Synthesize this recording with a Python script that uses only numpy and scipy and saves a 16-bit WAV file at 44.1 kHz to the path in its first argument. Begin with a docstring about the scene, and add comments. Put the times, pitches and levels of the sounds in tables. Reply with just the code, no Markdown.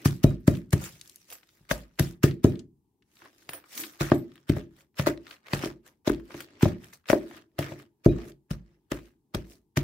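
"""In a quiet, humming kitchen a ceramic mug pounds a plastic bag of cookies on a hollow counter, close by.
Each blow is a clack, a short pressure pulse and a set of decaying counter modes. The bag and its crumbs
rustle as grainy noise and snap in short coloured bursts; crumbs grinding also shake the counter.
The mug wall and touching finger rings sound as decaying modes, and the room adds a diffuse tail."""
import sys
import numpy as np
from scipy import signal
from scipy.io import wavfile
from scipy.ndimage import uniform_filter1d

SR = 44100
rng = np.random.default_rng(int(sys.argv[2]) if len(sys.argv) > 2 else 0)


def log_audio(samples):
    """Write samples as a 16-bit WAV file to the path given in sys.argv[1]."""
    # one column per channel
    frames = np.atleast_2d(samples).T
    # limit to full scale, then quantise
    limited = np.clip(frames, -1, 1)
    pcm = np.round(limited * 32767).astype(np.int16)
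    wavfile.write(sys.argv[1], SR, pcm)


N = 433503

# Likeness of the diffuse sound in the two channels.
# Each row: frequency in Hz, left-right correlation from -1 to 1.
LIKENESS = [(60, 0.93), (130, 0.97), (290, 0.85), (640, 0.72), (1410, -0.12), (3100, 0.25), (6820, -0.14),
            (15000, 0.44)]
STEPS = np.arange(0, N + 16, 16) / SR  # times of the gain curves, s


def amp(db):
    """Level to amplitude: 20 dB is a factor of ten."""
    return 10 ** (np.asarray(db) / 20)


def evened(x):
    """Normalization to unit root-mean-square value."""
    return x / np.sqrt(np.mean(x ** 2) + 1e-20)


def sides(pan_db):
    """Level difference between the channels: left and right gains, as a column."""
    return amp([[pan_db / 2], [-pan_db / 2]])


def read(points, hz):
    """Interpolation of a curve along a logarithmic frequency axis."""
    f, value = np.transpose(points)
    return np.interp(np.log(hz + 1), np.log(f + 1), value)


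def add(mix, s, sound):
    """Superposition: a sound is summed into the mix from time s, in seconds."""
    part = mix[:, round(s * SR):][:, :sound.shape[1]]
    part += sound[:, :part.shape[1]]


def ring(hz, db, t60, rise=.0005):
    """Free vibration of one damped mode: a sine that falls by 60 dB in t60 seconds."""
    t = np.arange(SR // 3) / SR
    decay = amp(db - 60 * t / t60)
    return decay * np.sin(2 * np.pi * hz * t) * (1 - np.exp(-t / rise))


def correlated(first, second, hz):
    """Partial coherence: the right channel shares a set part of the left at each frequency."""
    same = np.clip(read(LIKENESS, hz), -1, 1)[:, None]
    return np.array([first, same * first + np.sqrt(1 - same ** 2) * second])


def noise(points, patchy_db):
    """Random-phase synthesis: two-channel noise of a given spectrum with drifting patches."""
    hz = np.fft.rfftfreq(512, 1 / SR)
    a, b, c, d, patches = rng.standard_normal((N // 128 + 5, 257, 5)).T
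    patches = uniform_filter1d(patches, 8, 0)  # smooth over frequency, then time
    patches = evened(uniform_filter1d(patches, 8, 1))
    z = correlated(a + 1j * b, c + 1j * d, hz)
    z *= amp(read(points, hz)[:, None] + patchy_db * patches)
    return signal.istft(z, nperseg=512, noverlap=384)[1][:, :N]


def crackle(per_s, spread_db):
    """Shot noise: sparse decaying bumps, about half a millisecond long, a few of them large."""
    size = amp(spread_db * np.minimum(rng.exponential(1, N), 4))
    size = size * (rng.random(N) < per_s / SR)
    return signal.lfilter([1], [1, -.96], size)


def hum():
    """Stationary background noise: a steady spectrum, strongest in the bass."""
    # Spectrum of the quiet kitchen. Each row: frequency in Hz, relative level in dB per Hz.
    hum_spectrum = [(24, -59), (40, -19), (90, -6), (107, 2), (164, -10.5), (233, 1), (265, -10.5),
                    (358, -8.5), (438, -32), (639, -38.5), (865, -19.5), (1360, -43), (16500, -39)]
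    return sides(1.5) * amp(-73.5) * evened(noise(hum_spectrum, patchy_db=1.0))


def kitchen_reverberation(x):
    """Diffuse reverberation: sparse taps of random sign, each band dying at its own speed."""
    # Decay of the room. Each row: frequency in Hz, time to fall by 60 dB in seconds.
    room_decay = [(100, 0.39), (400, 0.37), (620, 0.23), (1500, 0.15), (5000, 0.15), (15000, 0.17)]
    taps = np.zeros((2, SR // 2))
    at = np.arange(200, SR // 2 - 20, 20) + rng.integers(0, 20, (2, (SR // 2 - 201) // 20))
    np.put_along_axis(taps, at, rng.choice([-1., 1.], at.shape), 1)
    hz, t, z = signal.stft(taps, SR, nperseg=1024)
    z = correlated(z[0], z[1], hz)  # bass arrives nearly alike in both channels
    z = z * amp(-60 * t / read(room_decay, hz)[:, None])
    tail = signal.istft(z, SR, nperseg=1024)[1]
    tail = tail / np.linalg.norm(tail[0])
    return signal.fftconvolve(x.mean(0)[None], tail, axes=1)[:, :N]


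def clinks():
    """Modal excitation by contact: finger rings touch, their modes shared unequally between channels."""
    # Modes of the finger rings, one list a ring.
    # Each row: frequency in Hz, relative level in dB, time to fall by 60 dB in seconds.
    ring_modes = [
        [(6266, -15, .12), (10890, -7, .08), (13930, -9, .12), (14050, 0, .14)],
        [(9212, -3, .1), (10466, -7, .1), (15490, -4, .1), (15550, 0, .12)],
        [(7800, 0, .1), (13374, -4, .12)],
    ]
    # Touches as the hand moves. Each row: start in seconds, then the relative level in dB of each ring.
    touches = [(.145, -56, -71, -74.5), (.401, -67.5, -79.5, -80.5), (1.301, -45, -50, -68),
               (1.327, -38.5, -59, -51), (3.493, -43, -41.5, -67), (3.533, -56, -38, -57),
               (3.552, -48, -44, -63), (3.568, -64, -47, -69.5), (3.774, -35.5, -48.5, -44),
               (3.8, -29, -62, -42), (3.857, -52, -73, -70), (3.922, -57.5, -57.5, -67),
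               (4.144, -44.5, -81, -53), (4.18, -51, -76, -64)]
    out = np.zeros((2, N))
    rings = [np.array([ring(*mode) for mode in modes]) for modes in ring_modes]
    shares = rng.standard_normal((len(touches), len(ring_modes), 2, 4))
    for (s, *rings_db), touch in zip(touches, shares):
        for db, modes, share in zip(rings_db, rings, touch):
            add(out, s, amp(db + 2.0 * share[:, :len(modes)]) @ modes)
    # the hand is off to one side: the right channel is 4 samples later
    return sides(-2.5) * np.array([out[0], np.roll(out[1], 4)])


def mug():
    """Free vibration after release: the wall of the mug sings briefly as it leaves the bag."""
    # Modes of the wall. Each row: frequency in Hz, relative level in dB, time to fall by 60 dB in seconds.
    wall_modes = [(2455, 0, .1), (3856, -2, .16)]
    # Moments when the mug rings free. Each row: start in seconds, level in dB.
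    lifts = [(.085, -52), (.775, -61), (.264, -44), (.5, -49.5), (2.47, -51.5), (6.67, -58), (8.088, -45.5)]
    out = np.zeros((2, N))
    wall = sum(ring(*mode, rise=0.0035) for mode in wall_modes)
    for s, db in lifts:
        add(out, s, sides(-1.0) * amp(db) * wall)
    return out


def snaps():
    """Impulsive release: a crease or crumb gives way in a burst round one pitch, with a bright edge."""
    # Each row: start in seconds, relative peak level in dB, centre frequency in Hz,
    # level of the edge against the toned part in dB, fading time constant in milliseconds.
    releases = [(0.0179, -47.5, 1700, 9, 1.85), (0.0558, -20, 1900, -15, 7.2),
                (0.2389, -36, 1760, -5.5, 1.3), (0.4783, -31.5, 1930, -13.5, 3.7),
                (0.5516, -28.5, 2360, -33, 4.2), (0.5711, -32, 2450, 2, 1.5), (0.7068, -36, 7040, -12, 2.7),
                (0.7292, -27, 1230, -1, 3.5), (0.8111, -45, 1060, -10, 2.6), (0.8395, -26, 2480, 5, 3.2),
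                (0.886, -40, 1240, -12, 2.4), (0.9946, -39, 4830, -6, 3.4), (1.0126, -24.5, 5330, -22, 2.1),
                (1.076, -33, 7840, -7, 2.4), (1.0959, -29.5, 7130, -13, 2.4), (1.1144, -44, 5890, -13, 1.4),
                (1.1588, -27.5, 8240, -10, 1.6), (1.3019, -32.5, 2990, -14, 3.8),
                (1.3244, -30, 3280, -13, 2.9), (1.4311, -39.5, 1940, -26, 3.5),
                (1.49, -43, 3000, -17.5, 3.5), (1.6926, -28.5, 2260, -12, 0.8),
                (1.7115, -6.5, 1240, -22, 4.4), (1.911, -56.5, 1630, -20, 3.6),
                (1.9894, -24.5, 2370, -15, 5.9), (1.9944, -13.5, 2120, -18, 5.5),
                (2.2368, -18, 1270, -32, 2.1), (2.3106, -29, 2520, -21, 3.9),
                (2.4433, -18.5, 920, -19.5, 5.1), (2.5561, -35.5, 2240, -20, 2.4),
                (2.5925, -33.5, 4230, -12, 5.1), (3.023, -49.5, 2310, -20.5, 4.3),
                (3.1687, -42, 2260, -10, 3.3), (3.2191, -34, 1050, -21, 2.4), (3.2565, -33, 1036, -29, 5.4),
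                (3.3817, -49, 3730, -20, 2.9), (3.4231, -46, 1960, -20, 3), (3.4915, -19.5, 1980, -15, 2.8),
                (3.5329, -23.5, 1590, -5, 3), (3.6401, -38, 1230, -23, 4.1), (3.71, -41, 2340, -9, 2.7),
                (3.7304, -31, 4630, -11, 3), (3.7773, -18, 3740, -13, 2.6), (3.8367, -20.5, 2080, -24, 7.2),
                (3.9215, -48.5, 3000, -5.5, 2.1), (3.9355, -44, 2290, -18, 3.9),
                (4.0083, -24, 2700, -24, 2.4), (4.0647, -26, 1140, -15, 3.6), (4.118, -9, 926, -40, 3.5),
                (4.3181, -40, 2020, -21, 2.4), (4.356, -36.5, 2040, -5, 2.2), (4.3779, -40, 2120, -29, 2.4),
                (4.4822, -41, 1960, -16, 2.4), (4.4957, -16.5, 2000, -18.5, 3.5),
                (4.566, -31, 926, -25, 2.4), (4.7649, -51, 1410, 0, 2.4), (4.807, -44.5, 1636, -20, 2.1),
                (4.9437, -54, 1540, -9, 2), (4.9696, -35, 3220, -29, 2), (4.9955, -13, 1520, -12.5, 3.7),
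                (5.0624, -22, 1800, -18, 1.5), (5.0709, -54, 931, -22, 2.4), (5.1751, -34, 2350, -33, 2.1),
                (5.254, -62, 2790, -8, 2), (5.2674, -29, 2000, -32, 2.6), (5.3098, -25.5, 2110, -37, 3.3),
                (5.3642, -43, 1630, -25.5, 3.1), (5.4645, -35, 1530, -17, 3.4),
                (5.4834, -29, 1650, -10, 2.4), (5.5338, -8.5, 1560, -23, 1.45),
                (5.6346, -24, 1070, -21, 3.9), (5.7119, -35, 1315, -16, 3.4),
                (5.8616, -47.5, 1743, -20.5, 2.4), (6.0601, -37, 1740, -15, 2.7),
                (6.0746, -18.5, 1230, -22.5, 1.5), (6.0955, -14.5, 970, -5, 3.1),
                (6.198, -36.5, 1250, -12, 4.6), (6.3056, -30, 1270, -28, 3.3),
                (6.3425, -29, 1760, -23, 3.1), (6.4048, -22, 1840, -1, 3.1), (6.6094, -27, 1280, -15, 3.2),
                (6.6273, -16.5, 1260, -21, 4.2), (6.7645, -43, 1150, -26, 1.5),
                (6.8264, -53, 1270, -9, 2.9), (6.8428, -40, 1650, -13, 3.1), (6.8643, -49, 1685, -12, 2.4),
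                (6.9117, -54, 1625, -7, 2.4), (6.9306, -35, 1656, -12, 5.8), (7.0414, -52, 1520, -33, 2.6),
                (7.0564, -38.5, 1640, -19.5, 6.1), (7.0863, -17.5, 1860, -22, 3),
                (7.0993, -5.5, 1190, -27, 5.3), (7.1297, -7.5, 910, -35, 2.4),
                (7.2659, -46, 1280, -15, 2.4), (7.3103, -34, 1240, -14, 2.8), (7.3706, -34, 1620, -21, 2.4),
                (7.5847, -24, 1500, -16, 1.9), (7.5892, -18, 1240, -33, 2.1),
                (7.7214, -29.5, 1210, -25, 2.4), (7.784, -45, 1180, -14, 2.4),
                (7.7987, -37, 1570, -13, 2.6), (8.0456, -35, 2040, -2, 3), (8.0591, -48, 940, 15, 2.4),
                (8.1873, -35, 929, -26, 4.7), (8.319, -41, 3770, -21, 2.4), (8.5061, -31, 1606, -17, 2.8),
                (8.9151, -24, 1380, -15, 2.7), (8.9186, -20.5, 1230, -19, 3.7),
                (8.972, -33, 1280, -20, 4.1), (9.0558, -46, 3270, -20, 2.4),
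                (9.3462, -17.5, 1190, -19, 2.4), (9.4439, -47, 1870, -14, 2.4),
                (9.5193, -38, 2700, -15.5, 1.9), (9.7582, -44, 1980, -16.5, 2.4),
                (9.7692, -24, 1690, -18, 2.7)]
    out, t = np.zeros((2, N)), np.arange(900) / SR
    bursts = rng.standard_normal((len(releases), 3, 900))
    bright = signal.butter(2, 6000, "high", fs=SR, output="sos")
    for (s, db, hz, treble_db, ms), burst in zip(releases, bursts):
        burst = 0.98 * burst[0] + burst[1:]  # a part common to both channels and a part of each
        burst = burst * np.exp(-1000 * t / max(ms, .2)) * (1 - np.exp(-t / 0.00015))
        band = signal.butter(2, [hz / 1.8, hz * 1.77], "band", fs=SR, output="sos")
        toned = signal.sosfilt(band, burst)
        edge = signal.sosfilt(bright, burst)
        sound = toned / abs(toned).max() + amp(treble_db) * edge / abs(edge).max()
        add(out, s, sides(2.9) * amp(db - 5.5) * sound)
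    return out


def peak(s, swell, fade):
    """Growth and decay: a gain that climbs to one at s and falls away, slopes in dB per second."""
    t = STEPS - s
    steepening = 380  # dB per s squared: each fade steepens as it goes on
    return amp(np.where(t < 0, swell, -fade) * t - steepening * t ** 2)


def bag_motion():
    """Amplitude modulation by motion: gains of the rustle's body, its treble and the grinding."""
    # The mug lands on the crumbs. Each row: landing in seconds, lead of the first touch in seconds,
    # burst level in dB, tail level in dB, initial tail fading in dB per second, extra treble in dB.
    crunches = [(.057, 0.013, -34, -35, 269, 5), (0.239, 0.0097, -29, -44, 198, 0.5),
                (.478, 0.0097, -28.5, -44.5, 181.5, 0), (0.731, 0.0098, -22.5, -45.5, 203, 0),
                (1.715, .026, -29, -38.5, 194.5, 2), (1.995, 0.0073, -31.5, -38, 167, 3),
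                (2.237, 0.0091, -26.5, -34, 215.5, 1.5), (2.443, 0.013, -38, -43.5, 172, 2.5),
                (3.492, 0.0086, -52, -54.5, 300, 0), (4.011, 0.022, -29.5, -35, 74.5, -2),
                (4.118, .008, -45.5, -45.5, 243.5, -21.5), (4.496, 0.027, -40, -43, 285, -2.5),
                (4.992, 0.038, -37.5, -34.5, 289, -1), (5.068, 0.04, -67.5, -30, 333, -1.5),
                (5.534, 0.0062, -37, -32.5, 245, -1.5), (6.076, 0.029, -29, -38.5, 154, -7),
                (6.628, 0.04, -36, -33, 190, -3), (7.1, 0.035, -33.5, -32, 209.5, -0.5),
                (7.59, 0.0096, -48, -37.5, 136, -2.5), (8.059, 0.022, -37, -50.5, 95, -4),
                (8.51, 0.012, -42, -44.5, 295, -1.5), (8.919, 0.018, -39, -46, 140, -2.5),
                (9.348, .01, -29, -44.5, 196, -5.5), (9.773, 0.013, -23, -37.5, 250, -5.5)]
    # The bag stirs as mug or hand moves. Each row: time of the peak in seconds, level in dB, swelling and
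    # fading next to the peak in dB per second, extra treble in dB, grinding level in dB.
    stirs = [(.0, -55.5, 300, 201, -3, -52), (.15, -67.5, 58, 152, 10.5, -66), (.33, -60, 47, 257, -8, -76),
             (.57, -62, 65.5, 188, 4.5, -71), (0.847, -48.5, 147, 107, 7.5, -81),
             (1.048, -75, 26.5, 29.5, 15, -72), (1.2, -89.5, 23, 15.5, 23.5, -79),
             (1.326, -50.5, 398, 235, 5.5, -68.5), (1.549, -75.5, 18, 25, 9, -79.5),
             (1.82, -61.5, 47.5, 205, -3, -71), (2.1, -63, 51.5, 245, 7, -66.5),
             (2.598, -64, 34.5, 500, -8.5, -58), (3.171, -76, 103, 56.5, 12.5, -82.5),
             (3.222, -61, 900, 300, -15, -62), (3.259, -58, 195.5, 226, -8, -68),
             (3.418, -71, 41.5, 30.5, 7.5, -72), (3.54, -45, 452, 215.5, -11.5, -56),
             (3.789, -49.5, 139, 100, 14, -63.5), (3.931, -61.5, 54, 27.5, -2, -72.5),
             (4.359, -65, 29.5, 71, -6.5, -79.5), (4.572, -46, 383, 247.5, -4.5, -39),
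             (4.814, -63, 111, 398.5, 2.5, -74), (5.271, -80, 402, 99.5, -18, -76),
             (5.327, -50, 132.5, 322, -2, -69), (5.47, -59, 904, 79, -13, -73),
             (5.52, -51.5, 286, 500.5, -2, -65), (5.648, -38, 173, 252, -3, -43),
             (5.869, -56.5, 603, 261, 1, -69), (6.32, -54, 480, 86.5, -28.5, -52.5),
             (6.421, -52, 43, 412, 3.5, -71), (6.551, -61.5, 38.5, 35.5, -40, -59.5),
             (6.84, -55.5, 293.5, 106.5, -0.5, -86), (6.936, -58, 1191, 424.5, 9, -76.5),
             (7.376, -49, 97.5, 386.5, -9, -57), (7.26, -65.5, 97, 50.5, 2, -54),
             (7.72, -52, 93, 200, -2.5, -43), (7.798, -55.5, 499, 287.5, -2.5, -56.5),
             (8.21, -53.5, 100, 150, -17, -46.5), (8.3, -60, 46.5, 548, 4, -52),
             (8.72, -73.5, 46, 139, -21.5, -70.5), (9.07, -67.5, 43, 200, 0.5, -79),
             (9.439, -84, 50.5, 100, -19, -67.5), (9.53, -69, 89, 238, 11, -58.5)]
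    touch_rise_db, burst_fade = 31, 2100  # climb from first touch to burst, dB; slope, dB per s
    grind_below_tail_db = -21.5
    treble_haste = 1.254  # the treble fades this much quicker
    out = np.zeros((3, len(STEPS)))
    for s, touch, burst_db, tail_db, fade, treble_db in crunches:
        burst = amp(burst_db) * peak(s, touch_rise_db / max(touch, .002), burst_fade)
        burst = burst * (STEPS > s - touch)  # silent before the first touch
        tail = peak(s, burst_fade, fade)
        out += [burst + amp(tail_db) * tail,
                amp(treble_db) * (burst + amp(tail_db) * tail ** treble_haste),
                amp(tail_db + grind_below_tail_db) * tail]
    for s, db, swell, fade, treble_db, grind_db in stirs:
        shape = peak(s, swell, fade)
        out += amp([[db], [db + treble_db], [grind_db]]) * [shape, shape ** treble_haste, shape]
    return [np.interp(np.arange(N) / SR, STEPS, gain) for gain in out]


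def rustle(body, treble):
    """Granular friction noise: film and crumbs hiss in grains, treble moving apart from body."""
    # Spectrum of the film. Each row: frequency in Hz, relative level in dB per Hz.
    film_spectrum = [(290, -25.5), (500, -3.5), (612, -7.5), (840, -10.5), (1630, -6.5), (4810, -15.5),
                     (5320, -14), (9900, -20.5), (15700, -21)]
    # Resonances of the air in the bag. Each row: frequency in Hz, width in Hz, boost in dB.
    air_resonances = [(1229, 69, 5.5), (1820, 400, 2.5), (2860, 400, 0), (4700, 900, 1)]
    film = noise(film_spectrum, patchy_db=3.0)
    for hz, width, db in air_resonances:
        resonance = signal.lfilter(*signal.iirpeak(hz, hz / width, fs=SR), film)
        film = film + (amp(db) - 1) * resonance
    below_2200, below_6500 = [signal.sosfilt(signal.butter(2, hz, fs=SR, output="sos"), film)
                              for hz in (2200, 6500)]
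    bands = below_2200, below_6500 - below_2200, film - below_6500
    common = .7 * crackle(200., 4.5)  # grains heard in every band, beside those of each band
    low, middle, high = [band * evened(1 + common + .5 * crackle(260.0, 5.8)) for band in bands]
    return sides(0.6) * (body * evened(low + middle) + treble * evened(high))


def counter_modes():
    """Modal response of panels damped at first by the resting mug: one array a group of modes."""
    # Lowest, deep, middle and high modes, one list each. Each row: frequency in Hz, relative level in dB,
    # undamped time to fall by 60 dB in seconds, left minus right level in dB.
    panel_modes = [
        [(54, 0, .3, 3), (72, -10, .2, 3)],
        [(90, -14, .3, 3), (108, -7, .35, 3), (141, 0, .36, 1), (156, -10, .25, 1), (170, -9, .3, 1),
         (191, -8, .3, 1)],
        [(238, -8, .2, 1), (256, -8, .2, 1), (296, -5, .25, 0), (326, 0, .14, -1), (340, -5, .2, -1),
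         (368, -8, .15, 0), (402, -14, .2, 0)],
        [(512, -18, .14, 3), (545, -11, .12, 4), (590, 0, .08, 11), (609, -2, .07, 9), (632, -8, .07, 5),
         (686, -12, .08, 6), (790, -15, .08, 3), (920, -19, .06, 3), (1240, -24, .05, 3)],
    ]
    pressed = 0.31 + 0.9 * np.exp(-np.arange(SR // 3) / SR / 0.022)  # the mug rests on the top at first
    return [pressed * np.array([sides(pan) * ring(hz, db, t60, rise=0.0026) for hz, db, t60, pan in modes])
            for modes in panel_modes]


def blows(bodies):
    """Impact excitation: each blow clacks, pushes the air once and rings the panels."""
    # Each row: start in seconds, relative thud level in dB, thud pitch in Hz, relative levels in dB
    # of the lowest, deep, middle and high counter modes, relative clack level in dB.
    impacts = [(0.058, -4.5, 228, -25, -4.5, -31.5, -52.5, -22),
               (0.2432, 2.5, 218, -6.5, -7, -16, -15, -29), (0.48, 2, 230, -19.5, -3, -32, -15.5, -19.5),
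               (0.7328, -6, 124, -26, -16, -14, -26, -23), (1.6094, -65.5, 201, -51, -46, -62, -67.5, -64),
               (1.7125, -14, 198, -17, -22.5, -25, -18, -29),
               (1.9974, -13.5, 276, -24.5, -18, -23, -33, -20.5),
               (2.0034, -11, 119, -29, -10.5, -17, -25, -34),
               (2.2403, 0.5, 243, -25, -5.5, -12, -19, -35.5), (2.4455, 3.5, 245, -27.5, -5, -9, -16, -31),
               (3.4931, -36, 355, -55, -42.5, -63, -60, -37),
               (4.0095, -39, 130.0, -24, -15.5, -18, -28, -25),
               (4.1191, -4.5, 220, -41, -15.5, -5.5, -10.5, -7.5),
               (4.4952, -18.5, 298, -21, -10, -47, -28, -72), (4.4982, -1, 240, -37, -13, -91, -32, -33.5),
               (4.5675, -19, 130.0, -46, -37, -23.5, -30, -29),
               (4.996, -19.5, 206, -48, -13.5, -25, -23, -23.5),
               (5.071, -35, 207, -24.5, -22.5, -12, -12, -14.5),
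               (5.5351, -16.5, 242, -25.5, -16, -26, -28.5, -21.5),
               (5.638, -20, 244, -49.5, -43, -21.5, -32.5, -23.5),
               (5.6602, -16.5, 275, -33, -28.5, -31.5, -28, -29.5),
               (6.0763, -7.5, 257, -49, -22, -18, -16, -15),
               (6.1002, -13.5, 316, -15, -21.5, -14, -42.5, -58),
               (6.3463, -46, 340.0, -67, -33.5, -31, -42, -34),
               (6.6316, 0.5, 216, -26, -7.5, -9.5, -26, -18.5),
               (6.6571, -12, 130.0, -35.5, -12.5, -15, -14.5, -16.5),
               (7.0999, -9.5, 233, -24, -20.5, -28.5, -10.5, -26.5),
               (7.132, -11.5, 276, -51, -34, -8.5, -8.5, -10),
               (7.5893, -25, 455, -51, -19.5, -18.5, -19, -59),
               (7.7202, -31.5, 264, -52, -32, -39.5, -32, -34), (8.0616, 1, 216, -6, -8, -3.5, -15.5, -32),
               (8.5097, -18, 161, -17, -21, -33, -33, -40), (8.9189, -15.5, 258, -20, -25, -23, -24, -26.5),
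               (9.3467, -21, 223, -25.5, -19, -39, -57, -29),
               (9.3532, -23.5, 236, -18.5, -45.5, -24, -27, -28),
               (9.7715, -31, 191, -38, -15, -20, -28, -34),
               (9.7795, -10, 239, -19.5, -26, -41.5, -40.5, -32)]
    out, t = np.zeros((2, N)), np.arange(-60, 200) / SR
    # the rim meets the hard top
    clack = -np.cos(2 * np.pi * 620.0 * t) * np.exp(-(t / np.where(t < 0, .0003, .0008)) ** 2)
    spots = rng.standard_normal((len(impacts), 4, 9))  # no two blows land on the same spot
    for (s, thud_db, hz, *ring_db, clack_db), spot in zip(impacts, spots):
        turn = np.arange(0, 2.5, hz / SR)  # cycles of the thud
        thud = np.sin(2 * np.pi * turn) * 1.21 * turn * np.exp(-(turn / 0.78) ** 2)
        add(out, s - .0018, sides(2.1) * amp(clack_db + 4.0) * clack)
        add(out, s, sides(2) * amp(thud_db + 3.0) * thud)
        for db, body, shares in zip(ring_db, bodies, spot):
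            add(out, s, np.tensordot(amp(db - 6.5 + 2.8 * shares[:len(body)]), body, 1))
    return out


def slide(bodies):
    """Friction excitation: the bag dragged over the top rubs the middle modes with noise."""
    # One row: start in seconds, end in seconds, level in dB.
    drag = (3.72, 3.9, -48)
    start, end, db = drag
    length = round((end - start) * SR)
    rub = amp(db) * np.hanning(length) * rng.standard_normal(length)
    out, middle = np.zeros((2, N)), sum(bodies[2])
    add(out, start, signal.fftconvolve(rub[None], middle / np.linalg.norm(middle[0]), axes=1))
    return out


def grinding(bodies, grind):
    """Forced vibration: the irregular force of grinding crumbs shakes the counter modes."""
    shaken = amp(-10.0) * sum(bodies[1]) + sum(bodies[2]) + amp(-12.0) * sum(bodies[3])
    shaken = shaken / np.linalg.norm(shaken[0])
    force = grind * evened(1 + .5 * crackle(160.0, 1.6)) * rng.standard_normal(N)
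    return signal.oaconvolve(force[None], shaken, axes=1)[:, :N]


def scene():
    """Superposition of direct sound, reverberation and hum."""
    body, treble, grind = bag_motion()
    bodies = counter_modes()
    knocks = blows(bodies) + grinding(bodies, grind) + slide(bodies)
    bag = rustle(body, treble) + snaps() + mug() + clinks()
    room = kitchen_reverberation(amp(-11.5) * knocks + amp(-12.5) * bag)
    return knocks + bag + room + hum()


def record(dry):
    """Transducer limits: the microphone drops the lowest bass and rounds off peaks; then a band limit."""
    x = signal.sosfilt(signal.butter(4, 44, "high", fs=SR, output="sos"), dry)
    x = x / (1 + x ** 8) ** (1 / 8)  # peaks bend near full scale
    band_limit = signal.firwin(301, 15800, window=("kaiser", 9), fs=SR)  # cutoff in Hz
    return signal.oaconvolve(x, band_limit[None], "same")


dry = scene()
out = record(dry)
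log_audio(out)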